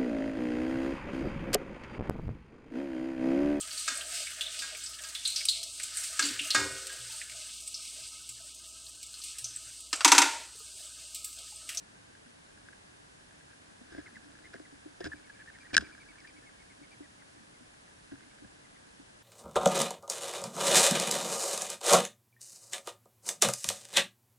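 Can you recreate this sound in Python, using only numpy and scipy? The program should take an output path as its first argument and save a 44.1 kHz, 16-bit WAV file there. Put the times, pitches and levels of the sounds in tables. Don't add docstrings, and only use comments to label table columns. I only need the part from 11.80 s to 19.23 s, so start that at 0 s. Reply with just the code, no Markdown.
import sys
import numpy as np
from scipy import signal
from scipy.fft import rfft, irfft, next_fast_len
from scipy.io import wavfile
from scipy.ndimage import uniform_filter1d

SR = 44100
rng = np.random.default_rng(int(sys.argv[2]) if len(sys.argv) > 2 else 0)


def digitize_waveform(pressure):
    field = np.atleast_2d(pressure).T
    bounded = np.clip(field, -1, 1)
    quanta = np.round(bounded * 32767).astype(np.int16)
    wavfile.write(sys.argv[1], SR, quanta)


def convert_level_to_amplitude(level_db):
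    exponent = np.asarray(level_db, float) / 20
    return 10 ** exponent


N = 327507

CAVITY_HZ, CAVITY_T60_S, CAVITY_SIDE_DB = 1619, 0.018, -12
GROUND_HZ, GROUND_SIDE_DB = 296, 2.5


def level(x, db):
    return x * convert_level_to_amplitude(db) / np.sqrt(np.mean(np.abs(x) ** 2))


def decay(hz, t60, u):
    return np.exp((2j * np.pi * hz - np.log(1000) / t60) * u)


def mode(x, hz, t60):
    pole = np.exp(2j * np.pi * hz / SR - np.log(1000) / (t60 * SR))
    return signal.lfilter([1], [1, -pole], x)


def ports(z, side_db, middle_db=0):
    return np.array([convert_level_to_amplitude(middle_db) * z.imag, -convert_level_to_amplitude(side_db) * z.real])


def add(out, t, x):
    i = int(round(t * SR))
    out[..., i:i + x.shape[-1]] += x[..., :N - i]


def coloured(points, db):
    hz, gain_db = np.transpose(points)
    n = next_fast_len(N, True)
    f = np.arange(n // 2 + 1) * SR / n + 1
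    gain = convert_level_to_amplitude(np.interp(np.log(f), np.log(hz), gain_db))
    return level(irfft(rfft(rng.standard_normal(n)) * gain, n)[:N], db)


def grains(size, rate, spread_db):
    hit = rng.random(size) < rate / SR
    size_db = spread_db * np.minimum(rng.exponential(size=size), 3.5)
    x = hit * rng.choice([-1., 1.], size) * convert_level_to_amplitude(size_db)
    return x / np.sqrt(np.mean(x ** 2) + 1e-12)


# pitch_hz, density_db (per Hz)
AIR_SPECTRUM = [(18, -37), (30, -4.5), (108, -0.5), (196, -2), (277, -5), (501, -9.5), (582, -9.5),
                (1350, -13.5), (1640, -9), (2150, -15), (6880, -17), (10200, -18), (11000, -20),
                (14300, -122), (22000, -120)]
# pitch_hz, density_db (per Hz)
HISS_SPECTRUM = [(18, -56.5), (30, -29.5), (233, -9), (291, -2.5), (329, -14.5), (373, -7.5), (596, -8),
                 (642, -7), (1640, -10), (11000, -28), (14300, -65.5), (22000, -120)]


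def air_and_hiss():
    return np.array([coloured(AIR_SPECTRUM, -60.5), coloured(HISS_SPECTRUM, -58.5)])


# time_s, level_db (over calm)
RESTLESSNESS = [(0, 3), (.45, 1), (1.2, 1), (2.0, 5), (2.29, 12), (2.5, 9), (2.98, 4.5), (3.37, 10),
                (3.62, -1), (3.92, 9), (4.0, 26.5), (4.14, 9), (4.71, 4.5), (5.15, 0.5), (5.69, 3.5),
                (6.0, -3), (6.41, 4.5), (7.43, -0.5)]


def shuffle():
    calm_ground_db, calm_seed_db, seed_share = -73.5, -70, 0.7
    stir_db = np.interp(np.arange(N) / SR, *np.transpose(RESTLESSNESS))
    steps = uniform_filter1d(grains(N, rate=190, spread_db=2.5), size=30)
    ground = level(mode(steps, GROUND_HZ, t60=0.072), 0) * convert_level_to_amplitude(calm_ground_db + stir_db)
    seeds = grains(N, rate=600, spread_db=3.0)
    ticks = level(mode(seeds, CAVITY_HZ, t60=0.013), 0) + level(mode(seeds, 4880, t60=0.0048), -11)
    ticks = ticks * convert_level_to_amplitude(calm_seed_db + seed_share * stir_db)
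    return ports(ground, GROUND_SIDE_DB) + ports(ticks, CAVITY_SIDE_DB)


def cavity_lift(hz):
    return 1 + 3 / (1 + ((hz - CAVITY_HZ) / 150) ** 2)


def downstroke(ms, hz, db, glide, arch):
    n = int(ms * SR / 1000)
    u = np.arange(2 * n) / n - 0.5
    chance = rng.standard_normal((4, 5000))
    wobble = 9 * uniform_filter1d(chance[:2], size=80)[:, :2 * n]
    far = np.clip((-db - 34.5) / 18, 0, 1)

    late = np.clip(u - 0.42, 0, 1)
    along = np.minimum(u, 0.5)
    held = hz + glide * along - 4 * arch * along ** 2
    collapse = np.maximum(held - 1500, 0) * np.tanh(late / 0.24)
    gathering = 140 * np.exp(-(u + 0.5) / 0.065)
    pitch = held - collapse - gathering + (25 + 20 * far) * wobble[0]
    phase = 2 * np.pi * np.cumsum(pitch) / SR

    fade = np.clip((u + 0.5) / 0.055, 0, 1) * np.exp(-late / 0.16)
    stroke = fade * convert_level_to_amplitude(db + (1 + 2.05 * far) * wobble[1] - 10.5 * u ** 2)
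    other_wing = 0.27 * far * np.exp(1.055j * phase + 1j * wobble[1])
    both = np.exp(1j * phase) + other_wing
    lift = cavity_lift(pitch) / cavity_lift(hz)
    octave = convert_level_to_amplitude(-7.5) / (1 + ((2 * pitch - 4850) / 250) ** 2)
    swish = convert_level_to_amplitude(-47) * mode(chance[2, :2 * n], hz, t60=0.0061)
    swish += convert_level_to_amplitude(-42) * mode(chance[3, :2 * n], 4900, t60=0.0052)
    return ports(stroke * (lift * both + octave * np.exp(2j * phase) + swish), side_db=-13)


# centre_s, pitch_hz, peak_db
CLIMBING_DOVE = [(3.372, 2330, -65), (3.458, 2200, -64), (3.547, 2280, -65), (3.607, 2310, -66),
                 (3.75, 2120, -62), (3.82, 2355, -58.5), (3.898, 2350, -65), (4.054, 2350, -54),
                 (4.134, 2355, -57), (4.215, 2326, -56.5), (4.301, 2260, -57.5), (4.398, 2255, -57.5),
                 (4.487, 2380, -56.5), (4.576, 2230, -58.5), (4.677, 2194, -57.5), (4.81, 2200, -59.5),
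                 (4.913, 2150, -60), (5.04, 2230, -61), (5.128, 2350, -59.5), (5.243, 2000, -61.5),
                 (5.411, 2090, -63.5), (5.575, 2010, -69), (5.755, 2120, -66.5)]
# centre_s, length_ms,
# pitch_hz, peak_db
GENTLE_STROKES = [(2.657, 34, 2120, -54), (3.76, 22, 1863, -55.5), (3.858, 24, 1914, -53),
                  (6.431, 15, 2120, -62), (6.513, 14, 2280, -61.5), (6.852, 16, 2100, -61),
                  (3.232, 53, 1850, -54), (3.328, 21.7, 1758, -39.5), (3.48, 17, 1760, -62),
                  (3.503, 13, 1680, -48), (3.566, 26, 1725, -61), (3.609, 35, 1750, -52),
                  (3.688, 31, 1847, -49.5), (3.948, 15, 2404, -32.5), (4.092, 36, 1524, -54),
                  (4.188, 11.5, 1650, -57), (4.273, 24, 1695, -59.5), (4.335, 16, 1620, -59),
                  (4.359, 14, 1800, -57.5), (4.432, 16, 1560, -60), (4.453, 16.3, 1840, -51.5),
                  (4.545, 20, 1665, -65), (4.638, 38, 1770, -64)]
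# centre_s, length_ms, pitch_hz, peak_db
STARTLED_FLAPS = [(2.189, 24, 1960, -55.5), (2.263, 12, 1540, -52.5), (2.27, 19, 2120, -51.5),
                  (2.362, 24.3, 1940, -50.5), (2.757, 17, 2060, -58), (2.857, 16, 1970, -58),
                  (3.912, 15, 1850, -55), (6.194, 18, 2030, -68), (6.964, 14, 2050, -64)]


def wings():
    out = np.zeros((2, N))
    strokes = [(t, 35, hz, db, -170, 80) for t, hz, db in CLIMBING_DOVE]
    strokes += [(*row, -20, 120) for row in GENTLE_STROKES]
    strokes += [(t, ms, hz, db, -21.5 * ms, 120) for t, ms, hz, db in STARTLED_FLAPS]
    for t, ms, hz, db, glide, arch in strokes:
        add(out, t - ms / 2000, downstroke(ms, hz, db, glide, arch))
    return out


def footfall(db, hz, knock_db, heave_db, t60):
    u = np.arange(SR // 5) / SR
    a, b, c, e = rng.random(size=4)
    partials = [(hz, 0, max(t60, 0.02), 0), (hz * 1.284, -8, 0.06, a),
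                (520 + 30 * b, knock_db, 0.04, 0), (670 + 30 * b, knock_db, 0.04, b),
                (900 + 200 * e, knock_db - 4, 0.02, 0)]
    ring = sum(convert_level_to_amplitude(g) * decay(f, d, u) * np.exp(2j * np.pi * turn) for f, g, d, turn in partials)
    heave = decay(66 + 10 * c, 0.21, u) + decay(112 + 20 * c, 0.21, u)
    heave = convert_level_to_amplitude(heave_db) * heave / 1.36
    push = 1 - np.exp(-u / 0.0024)
    return convert_level_to_amplitude(db + 2) * push * (ports(ring, GROUND_SIDE_DB) + ports(heave, side_db=-12))


# start_s, peak_db, ring_hz, knock_db (of the mount), heave_db
HOPS = [(2.012, -47.5, 243, -11, -23), (2.119, -49, 330, -9, -2.5), (2.147, -44, 286, -5.5, -18),
        (2.168, -46.5, 350, -13, -5.5), (2.182, -35, 302, -12.5, -18), (2.742, -46, 387, -0.5, -23),
        (2.753, -46.5, 250, -23, -27), (2.798, -44, 300, -9, -29), (3.057, -41, 306, -13.5, -26),
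        (3.205, -36.5, 360, -5, -23), (3.241, -42, 202, -4, -12), (3.255, -39, 333, -21, -4.5),
        (3.265, -33.5, 314, -11, -13), (3.931, -38.5, 259, -6.5, -7.5), (3.942, -35.5, 320, -3.5, -22),
        (3.965, -38, 230, -3, -6), (3.978, -44.5, 402, -0.5, -16), (3.995, -41, 205, -15, -10),
        (4.022, -42.5, 306, -7, -16), (6.644, -48.5, 205, -7, -7)]
# start_s, peak_db, ring_hz
STEPS = [(0.464, -55.5, 238), (1.911, -59, 205), (2.363, -53, 227), (2.456, -54, 275), (2.924, -52, 283),
         (3.336, -46.5, 296), (4.576, -56, 290), (5.011, -50.5, 295), (5.204, -44, 294), (5.562, -58, 303),
         (5.606, -56.5, 218), (5.808, -54, 248), (6.317, -41.5, 270), (6.327, -41.5, 274), (6.44, -58, 250),
         (6.619, -49, 290), (7.194, -50.5, 280)]


def feet():
    out = np.zeros((2, N))
    for t, db, hz, knock_db, heave_db in HOPS:
        add(out, t, footfall(db, hz, knock_db, heave_db, t60=0.072))
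    for t, db, hz in STEPS:
        add(out, t, footfall(db, hz, knock_db=-16, heave_db=-13.5, t60=0.12))
    return out


# start_s, cavity_peak_db
HUSKS = [(0.3513, -48), (0.4643, -49.5), (0.7758, -49), (.861, -54), (0.8866, -38), (0.926, -49),
         (0.932, -44.5), (1.509, -49), (1.6092, -50), (1.6935, -53), (1.714, -47.5), (1.733, -47),
         (1.995, -54), (4.694, -52), (5.4215, -50), (5.9422, -50), (6.0796, -49.5), (6.314, -55),
         (6.321, -43), (6.357, -47), (6.4068, -44.5), (6.547, -52), (6.5863, -45.5), (6.646, -49),
         (.705, -49)]
# start_s, cavity_peak_db, treble_db (relative)
KICKED_SEEDS = [(2.104, -56, -8), (2.127, -50, -15), (2.148, -46, -12), (2.1799, -47, -14),
                (2.445, -49, -6), (2.5194, -61, 6), (2.553, -47, -11), (2.589, -45, -6), (2.7406, -37, -9),
                (2.797, -47.5, -4), (3.2005, -56, -12), (3.2045, -56, 6), (3.2115, -53, 6),
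                (3.2136, -40.5, -7), (3.2435, -36, 1), (3.2533, -38, -4), (3.2634, -31, -25),
                (3.6598, -47, -17), (3.787, -46, -4), (3.832, -48, -14), (4.034, -54, -8.5),
                (4.069, -45, -17), (4.15, -42.5, -14), (4.1786, -47, -12), (4.2327, -49, -10.5),
                (4.4039, -52.5, 3.5), (4.4744, -58, 10)]


def ticks(cavity, treble, dull):
    husks = [(t, db, -17 - 0.9 * (db + 51)) for t, db in HUSKS]
    for t, db, treble_db in husks + KICKED_SEEDS:
        touch = np.bincount([0, *rng.integers(8, 140, size=4)], [1, *rng.uniform(-0.35, 0.35, size=4)])
        add(cavity, t, convert_level_to_amplitude(db + 0.5) * touch)
        add(dull, t, convert_level_to_amplitude(db + treble_db - 7.5) * touch)
        add(treble, t, convert_level_to_amplitude(db + 2 * min(treble_db, 6) - 24) * touch)


# start_s, length_s, cavity_db, treble_db
SCRAPES = [(2.1, 0.035, -60, -65), (2.118, 0.15, -58, -62.5), (0.845, 0.08, -70, -80),
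           (2.731, 0.035, -56, -62), (3.203, 0.013, -65, -51), (3.24, 0.044, -44, -44),
           (3.934, .012, -41.5, -47), (3.939, 0.021, -37, -37), (3.974, 0.0062, -37, -30),
           (3.987, 0.068, -52, -54.5), (4.006, 0.012, -47, -45), (4.06, 0.073, -61, -63),
           (6.311, 0.048, -63, -68)]


def scrapes(cavity, dull):
    u = np.arange(SR // 10) / SR
    for t, length, cavity_db, treble_db in SCRAPES:
        fade = np.clip(np.minimum(u / 0.00062, (length - u) / (0.57 * length)), 0, 1)
        seeds = grains(size=len(u), rate=3000, spread_db=4.3) * fade
        add(cavity, t, convert_level_to_amplitude(cavity_db - 13) * seeds)
        add(dull, t, convert_level_to_amplitude(treble_db - 21) * seeds)


# start_s, cavity_peak_db, treble_peak_db, cavity_t60_s, beat_hz
SNAPS = [
    (3.932, -35, -40, .012, 40),
    (3.944, -37, -23.5, 0.012, 39.8),
    (3.9487, -26, -25.5, 0.012, 40.2),
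    (3.9671, -7, -12.5, 0.02, 76.4),
    (3.9789, -9, -16.5, 0.028, 47.7),
]


def snaps(out, treble, dull):
    u = np.arange(SR // 10) / SR
    first = 1. * (u == 0)
    cycle = round(SR / CAVITY_HZ)
    blow = 0.55 * first + 0.4 * np.roll(first, cycle) + 0.3 * np.roll(first, 2 * cycle)
    for t, cavity_db, treble_db, t60, beat in SNAPS:
        bounce = 0.7 * np.roll(first, round(0.0007 * SR))
        rattle = bounce + 0.06 * rng.standard_normal(len(u)) * np.exp(-u / 0.0015)
        pair = np.cos(np.minimum(np.pi * beat * u, 1.8))
        add(out, t, ports(pair * mode(convert_level_to_amplitude(cavity_db) * blow, CAVITY_HZ, t60), side_db=-15))
        add(treble if cavity_db > -20 else dull, t, convert_level_to_amplitude(treble_db - 7) * (first + rattle))


# pitch_hz, middle_db, side_db, t60_s
CASE_MODES = [(2350, -6, -17, 0.015), (2800, 6, 5, 0.0036), (3410, 2, 1, 0.0061), (3900, 3, 4, 0.0055),
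              (4440, -3.5, -4, 0.0066), (4950, 7.5, -7.5, 0.0093), (5570, -5, -7, 0.0083),
              (7180, -5, -15, 0.0096), (8900, -34, -16, .01), (8700, -15, -20, 0.0048)]


def case():
    cavity, treble, dull, out = np.zeros(N), np.zeros(N), np.zeros(N), np.zeros((2, N))
    ticks(cavity, treble, dull)
    scrapes(cavity, dull)
    snaps(out, treble, dull)
    out += ports(mode(cavity, CAVITY_HZ, CAVITY_T60_S), CAVITY_SIDE_DB)
    out = signal.lfilter(*signal.butter(3, 1330, "high", fs=SR), out)
    treble += signal.lfilter([0.4], [1, -0.75], dull)
    treble = 1.4 * np.diff(uniform_filter1d(treble, size=3), prepend=0)
    shell = sum(ports(mode(treble, hz, t60), side_db, db) for hz, db, side_db, t60 in CASE_MODES)
    return out + shell * [[1], [-1]]


def scene():
    middle, side = air_and_hiss() + shuffle() + wings() + feet() + case()
    return np.array([middle + side, middle - side])


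def roll_off(x):
    return signal.sosfilt(signal.butter(12, 12120, fs=SR, output="sos"), x)


def record(dry):
    steep = signal.ellip(8, 0.2, 50, 11050, fs=SR, output="sos")
    mix = signal.sosfilt(steep, dry)
    return roll_off(mix)


dry = scene()
out = record(dry)
digitize_waveform(out)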